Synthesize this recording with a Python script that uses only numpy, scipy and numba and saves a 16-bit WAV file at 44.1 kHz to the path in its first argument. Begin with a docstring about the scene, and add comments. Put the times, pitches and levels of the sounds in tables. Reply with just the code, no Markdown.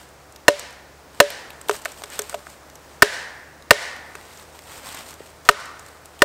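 """The back of an axe drives wooden wedges into a log on a forest floor, two metres from a microphone.
Each of six blows is a burst of crack noise over decaying wood modes, loud enough to overload the input;
scattering off the trunks returns it as a noise tail, and loose wood tumbles with the same modes driven
more weakly. Twigs tick as short noise bursts and leaves rustle as roughened noise underfoot, while two
wandering sines make a far engine hum under the slowly swelling coloured noise of the air."""
import sys
import numpy as np
from scipy import signal
from scipy.fft import rfft, irfft
from scipy.io import wavfile
from scipy.ndimage import uniform_filter1d
from numba import njit

SR = 44100
rng = np.random.default_rng(int(sys.argv[2]) if len(sys.argv) > 2 else 0)


def store_pcm(level_fs):
    """Save levels as 16-bit WAV."""
    pcm = np.round(np.clip(level_fs, -1, 1) * 32767).astype(np.int16)
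    wavfile.write(sys.argv[1], SR, np.atleast_2d(pcm).T)


N = 275184


def undb(db):
    """Decibel definition: amplitude ratio of a level in dB."""
    return 10 ** (np.asarray(db) / 20)


def unit(x):
    """Normalisation to a root-mean-square value of 1."""
    return x / np.sqrt(np.mean(x ** 2))


def coloured(points, size=N, grain=1):
    """Spectral shaping: noise of rms 1 filtered to the given spectrum; grain roughens it first."""
    hz, db = np.transpose(points)
    log_hz = np.log(np.fft.rfftfreq(size, 1 / SR) + 1)
    gain = undb(np.interp(log_hz, np.log(hz), db))
    rough = rng.standard_normal(size) * grain
    return unit(irfft(rfft(rough) * gain, size))


def butter(x, order, hz, kind):
    """Butterworth filtering: a maximally flat passband."""
    return signal.sosfilt(signal.butter(order, hz, kind, fs=SR, output="sos"), x)


def band(x, hz, octaves):
    """Band-pass filtering: a constant relative bandwidth about the centre."""
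    edges = [hz * 2 ** (-octaves / 2), min(hz * 2 ** (octaves / 2), .45 * SR)]
    return butter(x, 2, edges, "bandpass")


def fade(t, t60):
    """Exponential decay: the level falls 60 dB in t60."""
    return np.exp(-np.log(1000) * t / t60)


def add(out, s, sound):
    """Superposition: adds a sound starting at s seconds."""
    i = int(s * SR)
    out[i:i + len(sound)] += sound[:N - i]


def walk(rate):
    """Slow random modulation: levels held 1 / rate s, smoothed twice; spread near 1."""
    hold = int(SR / rate)
    levels = np.repeat(rng.standard_normal(N // hold + 1), hold)
    smooth = uniform_filter1d(uniform_filter1d(levels, hold), hold)
    return 1.35 * smooth[:N]


# spectrum of the air in the crowns, band-limited at 16 kHz: (frequency [Hz], relative density [dB per Hz])
AIR_SPECTRUM = [(15, -40), (30, -4), (50, 4), (110, 5.5), (190, 2.5), (300, 5.5), (600, 7.5), (1700, 0),
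                (3200, -9), (5600, -8.5), (8500, -12), (10600, -17), (15700, -17), (16100, -54)]
AIR_DB = -47.5  # rms, about which the air swells


def air():
    """Broadband flow noise: air in the crowns, slowly swelling."""
    swell_db = .6 * walk(2.5)
    return coloured(AIR_SPECTRUM) * undb(AIR_DB + swell_db)


# partials of the far engine: (mean frequency [Hz], mean level [dB rms])
ENGINE_PARTIALS = [(73, -57), (146, -64)]


def engine():
    """Periodic source: harmonics share one wandering phase, and each level drifts on its own."""
    turns = np.cumsum(1 + 0.031 * walk(0.526)) / SR
    hum = np.zeros(N)
    for hz, db in ENGINE_PARTIALS:
        level = np.sqrt(2) * undb(db + 0.34 * walk(3.86))
        hum += level * np.sin(2 * np.pi * hz * turns)
    return hum


# feet shifting in the leaf litter; swell and dying times each span 20 dB:
# (time of the loudest moment [s], level [dB], swell [s], dying [s])
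FOOT_SHUFFLES = [(0, -47, .1, 0.18), (1.15, -50, 0.033, 0.97), (1.74, -36, 0.1, 0.14),
                 (1.88, -45, 0.15, 0.3), (2.0, -45, 0.24, 0.39), (2.14, -37.5, 0.12, 0.27),
                 (2.33, -41, 0.19, 0.092), (2.5, -47.5, .12, 0.19), (2.9, -54.5, 0.47, 0.72),
                 (4.28, -45, 0.37, .5), (4.76, -38.5, 0.33, 0.2), (4.86, -35.5, 0.075, 0.28),
                 (5.0, -39, 0.22, 0.27), (5.1, -46, .1, 0.43), (5.24, -53, 0.31, 0.17),
                 (5.457, -40.5, .015, 0.11), (5.85, -50.5, 0.46, 0.3), (6.24, -47.5, 0.3, .1)]


def shuffling():
    """Energy summation: every shuffle swells, peaks and dies linearly in dB, and their powers add."""
    t = np.arange(N) / SR
    power = np.zeros(N)
    for s, db, swell, dying in FOOT_SHUFFLES:
        distance = np.where(t < s, (s - t) / swell, (t - s) / dying)
        power += undb(db - 20 * distance) ** 2
    return np.sqrt(power)


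# spectrum of the leaf hiss, band-limited at 16 kHz: (frequency [Hz], relative density [dB per Hz])
LEAF_SPECTRUM = [(150, -6.5), (400, -3.5), (900, 1.5), (2500, -4.5), (4800, -6.5), (6400, -10), (8500, -4),
                 (10600, -18.5), (12800, -11.5), (15700, -20), (16100, -37)]


def rustle(feet):
    """Granular friction noise: crackles roughen the hiss; low, middle and high leaves flicker apart."""
    crackle = (rng.random(N) < 600 / SR) * undb(5.2 * rng.exponential(size=N))  # 600 per second
    smeared = signal.lfilter([1], [1, -.975], crackle)
    grain = .7 + .55 * unit(smeared)
    crunches = undb(1.74 * walk(35))
    hiss = coloured(LEAF_SPECTRUM, grain=grain * crunches)
    below_1800 = butter(hiss, 2, 1800, "lowpass")
    below_6000 = butter(hiss, 2, 6000, "lowpass")
    parts = (below_1800, below_6000 - below_1800, hiss - below_6000)
    return feet * sum(part * undb(1.2 * walk(20)) for part in parts)


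# spectrum of breaking fibres, in ticks and in struck wood: (frequency [Hz], relative density [dB per Hz])
CRACK_SPECTRUM = [(90, -2), (300, 4.5), (1500, -3), (3000, -4.5), (5000, -12), (8200, -9), (10500, -20.5),
                  (13500, -15), (17000, -82.5)]
TICK_T60_S, PAT_DB = 0.017, -6


def snap(hz):
    """Impulsive fracture: a burst of noise around its own centre and 12.1 kHz, over a duller pat."""
    t = np.arange(SR // 20) / SR
    noise = coloured(CRACK_SPECTRUM, size=len(t))
    body = unit(band(noise, hz, 0.99))
    sparkle = .5 * unit(band(noise, 12100, 0.8))
    pat = undb(PAT_DB) * unit(band(noise, 1100, 2.0))
    return (body + sparkle + pat) * fade(t, TICK_T60_S)


# clear snaps of twigs and leaves, and the sharp crack of the knock at 2.19 s:
# (time [s], level [dB], centre [Hz])
CLEAR_TICKS = [(.089, -47, 8400), (0.324, -43, 8460), (0.3607, -33, 5500), (.595, -23.5, 7400),
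               (0.707, -45, 9500), (.727, -43, 8400), (1.3031, -20.5, 3210), (1.504, -30, 3160),
               (1.614, -32.5, 8250), (1.6854, -21.5, 3420), (1.729, -34, 9470), (1.7636, -34, 8800),
               (1.8194, -36, 8300), (1.85, -27, 8400), (1.919, -30.5, 7700), (1.975, -41, 3000),
               (2.0576, -40, 5060), (2.1013, -35, 8560), (2.156, -35, 8500), (2.1918, -12.5, 6960),
               (2.219, -25, 7950), (2.4997, -38, 8840), (2.6992, -38, 5890), (2.7552, -34.5, 7200),
               (3.6237, -42.5, 4880), (3.9637, -37, 3740), (4.374, -37, 6800), (4.397, -39, 3750),
               (4.7186, -37, 8900), (4.9473, -30.5, 9000), (4.988, -31, 6860), (5.1077, -36, 8070),
               (5.14, -36.5, 8650), (5.2727, -43, 4450), (5.4516, -35.5, 4900), (5.511, -25, 2960),
               (5.601, -43, 9500), (5.656, -37, 9000), (5.7943, -35.5, 8100), (5.8633, -38.5, 8100),
               (6.0568, -36, 8600), (6.1915, -35, 3030)]
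FAINT_TICKS_PER_S, FAINT_TICK_DB = 60, -4  # chance ticks; median level against the feet


def ticks(feet):
    """Random impulse train: clear snaps, and fainter chance ones whose level follows the feet."""
    out = np.zeros(N)
    for s, db, hz in CLEAR_TICKS:
        add(out, s, undb(db) * snap(hz))
    scatter_db = 2.5 * rng.standard_normal(N)
    chance = rng.random(N) < FAINT_TICKS_PER_S / SR
    pulses = chance * undb(FAINT_TICK_DB + scatter_db) * feet
    kind = rng.integers(3, size=N)
    for k, hz in enumerate((3500, 5500, 8500)):
        out += signal.fftconvolve(pulses * (kind == k), snap(hz))[:N]
    return out


# modes of log and wedges; shape 1 rings freely, above 1 holds while the axe presses and is then choked,
# below 1 drops at once and lingers: (frequency [Hz], fade time before the strike's length factor [s], shape)
WOOD_MODES = [(501, 0.034, 1.16), (306.6, 0.049, 0.74), (418, .17, 1.0), (580, .19, 1.0),
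              (670.7, 0.028, 1.33), (976.5, 0.034, 1.1), (1254.4, 0.019, 1.98), (1509, 0.021, 1.54),
              (1812, 0.026, 0.72), (2256, 0.013, 1.8), (2770, 0.017, 1.44), (4140, 0.029, 0.48)]
CRACK_FADE_S, CRACK_HOLD = 0.015, 2.5  # the crack holds, then is choked
CONTACT_S, FAR_RING_T60_S = 0.00029, .025


def strikes(rows, drive_db, low_lag_cycles, splinter_db, far_crack_db, thin_hz):
    """Modal excitation: contact cracks, fibres tear after it, and low modes take longer to swing up.
    Row 0 is the sound close by; out to the trunks go row 1, the first swings of the middle modes,
    and row 2, the crack as one pulse."""
    out, t = np.zeros((3, N)), np.arange(SR // 3) / SR
    hz, fade_s, shape = np.transpose(WOOD_MODES)[:, :, None]
    middle = (hz[:, 0] > 900) & (hz[:, 0] < 2000)
    contact = np.minimum(t / CONTACT_S, 1)
    for s, length, crack_db, knock_db, centre_hz, fall_db, *log_db in rows:
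        # the spot that is hit drives the modes near its own pitch hardest
        octaves_off = abs(np.log2(hz[:, 0] / centre_hz))
        mode_db = knock_db + np.array(drive_db) - fall_db * octaves_off
        mode_db[2:4] = log_db  # the two long rings of the log itself

        chance = rng.standard_normal((len(WOOD_MODES), 2))
        detuned_hz = hz * (1 + .003 * chance[:, :1])
        swing = np.sign(chance[:, 1:]) * np.sin(2 * np.pi * detuned_hz * t)
        rise = 1 - np.exp(-t * hz / low_lag_cycles)
        decay = fade((t / (length * fade_s)) ** shape, 0.91)
        modes = undb(mode_db)[:, None] * swing * rise ** 2 * decay

        splinter = undb(splinter_db) * fade(t, 0.035)
        crack_level = fade((t / CRACK_FADE_S) ** CRACK_HOLD, 0.77) + splinter
        crack = crack_level * butter(coloured(CRACK_SPECTRUM, size=len(t)), 2, thin_hz, "highpass")
        # the ring of blows and knocks is kept free of deep bass
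        ring = butter(modes.sum(axis=0), 2, 170, "highpass")
        add(out[0], s, ring * contact + undb(crack_db) * crack * contact ** 2)
        add(out[1], s, modes[middle].sum(axis=0) * fade(t, FAR_RING_T60_S))
        add(out[2], s, undb(crack_db + far_crack_db) * (t == 0))
    return out


# blows of the axe: (time [s], factor on fade times, crack [dB], knock before drive and fall-off [dB],
# knock centre [Hz], fall-off [dB per octave], low log ring [dB], high log ring [dB])
AXE_BLOWS = [(.4813, 0.96, -2, 6.8, 2170, 4.4, -17.5, -4), (1.2017, 0.95, -0.55, 9.9, 1800, 5.5, -10.5, -2),
             (3.022, 0.67, 3, 22.2, 1605, 13.8, -4, -12), (3.7075, 0.73, 2.5, 22.8, 1650, 11.7, -10, -9),
             (5.4888, 0.7, -4.5, 20.5, 1288, 19.3, -11, -15), (6.2198, 0.58, -5, 19.6, 1646, 12.1, -9.5, 0)]
# how readily each wood mode answers the axe: one value per mode (drive [dB])
AXE_DRIVE = [6, 9, 0, 0, 5.5, -2.5, -5.5, -4.5, 9, -6.5, -1, 11]


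def axe_blows():
    """Forced impact: the axe drives the wedge and log modes hard, with a full-bodied crack."""
    return strikes(AXE_BLOWS, AXE_DRIVE, 0.67, -2, 23.8, thin_hz=59.4)


# scatter off the trunks by band: (centre [Hz], relative level [dB], t60 once past the full answer [s])
TRUNK_BANDS = [(250, -63, 1.8), (546, -47, 0.78), (876, -47, 1.18), (1760, -45, 1.12), (2690, -43, 0.66),
               (4380, -43.5, 0.71), (6900, -46.5, 0.52), (11400, -61, 0.43)]
TRUNKS_RISE_S, TRUNKS_FULL_S = 0.0025, 0.12  # most trunks answer until the second time
# ground and nearest trunks answer first, unevenly
NEAR_ECHO_DB, NEAR_ECHO_T60_S, ECHOES_PER_S = 14.5, 0.11, 700


def trunks(x, db):
    """Multiple scattering: uneven near echoes, then a dense answer from ring after ring of trunks
    that holds before it dies at its own rate in each band."""
    t = np.arange(int(1.2 * SR)) / SR
    late = np.maximum(t - TRUNKS_FULL_S, 0)
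    pulses = (rng.random(len(t)) < ECHOES_PER_S / SR) * rng.exponential(size=len(t))
    single = uniform_filter1d(pulses, size=110)
    grain = 1 + undb(NEAR_ECHO_DB) * unit(single) * fade(t, NEAR_ECHO_T60_S)
    answer = np.zeros(len(t))
    for hz, band_db, t60 in TRUNK_BANDS:
        noise = unit(band(rng.standard_normal(len(t)), hz, 0.75))
        answer += undb(band_db) * noise * grain * fade(late, t60)
    rise = 1 - np.exp(-t / TRUNKS_RISE_S)
    return signal.fftconvolve(x, answer * rise * undb(db))[:N]


# loose wood knocking on log and ground: (time [s], factor on fade times, crack [dB],
# knock before drive and fall-off [dB], knock centre [Hz], fall-off [dB per octave],
# low log ring [dB], high log ring [dB])
LOOSE_KNOCKS = [(1.6945, 0.61, -21, -3.5, 1120, 11.3, -9.5, -24),
                (1.7105, 0.32, -26, -14, 1350, 8.8, -22, -28),
                (1.8552, .99, -24.5, -15.5, 1630, 8.7, -41, -38),
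                (2.0368, 0.92, -29, -26, 1500, 22, -38.5, -41),
                (2.1925, 0.93, -39, -21.5, 1750, 6.4, -24.5, -37),
                (2.3275, 0.59, -43, -24, 1390, 10, -49, -35),
                (2.3426, 0.98, -29.5, -17.5, 754, 12, -34.5, -29.5),
                (2.468, 0.51, -44, -26, 1490, 9.1, -59, -46), (4.152, 0.41, -35.5, -23, 1420, 21, -35, -57),
                (5.204, 0.11, -58, -31, 330, 22, -18, -30)]
# how readily each wood mode answers loose wood: one value per mode (drive [dB])
LOOSE_DRIVE = [-25, -5, 0, 0, 4.5, -5, -8.5, -5, 3.5, -11, -29, -4]


def loose_wood():
    """Free impact: a tumbling piece drives the same modes more weakly, with a thinner crack."""
    return strikes(LOOSE_KNOCKS, LOOSE_DRIVE, 0.52, -4, 19, thin_hz=875)


def scene():
    """Superposition of direct sound, scattered sound and the sounds of the forest floor and air."""
    near, rings, cracks = axe_blows() + loose_wood()
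    feet = shuffling()
    scattered = trunks(rings, -34.0) + trunks(cracks, -20.5)
    floor = ticks(feet) + rustle(feet)
    return (near + scattered + floor + air() + engine())[None]


@njit
def follow(x, attack, release):
    """Envelope detection: a level follower, quick up and slow down."""
    e, out = 0., np.empty(len(x))
    for i in range(len(x)):
        e += (abs(x[i]) - e) * (attack if abs(x[i]) > e else release)
        out[i] = e
    return out


def record(dry):
    """Compression and overload: levels above -28 dB are eased down, peaks clip flat, both ends are cut."""
    envelope = follow(np.clip(dry[0], -1, 1), 1 / (.012 * SR), 1 / (.055 * SR))  # 12 ms up, 55 ms down
    gain = np.minimum(1, (undb(-28) / (envelope + 1e-9)) ** .2)
    clipped = np.clip(dry * gain, -1, 1)
    wet = butter(clipped, 1, 20, "highpass")
    top_cut = signal.ellip(8, .2, 50, 16800, fs=SR, output="sos")
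    return signal.sosfilt(top_cut, wet)


dry = scene()
out = record(dry)
store_pcm(out)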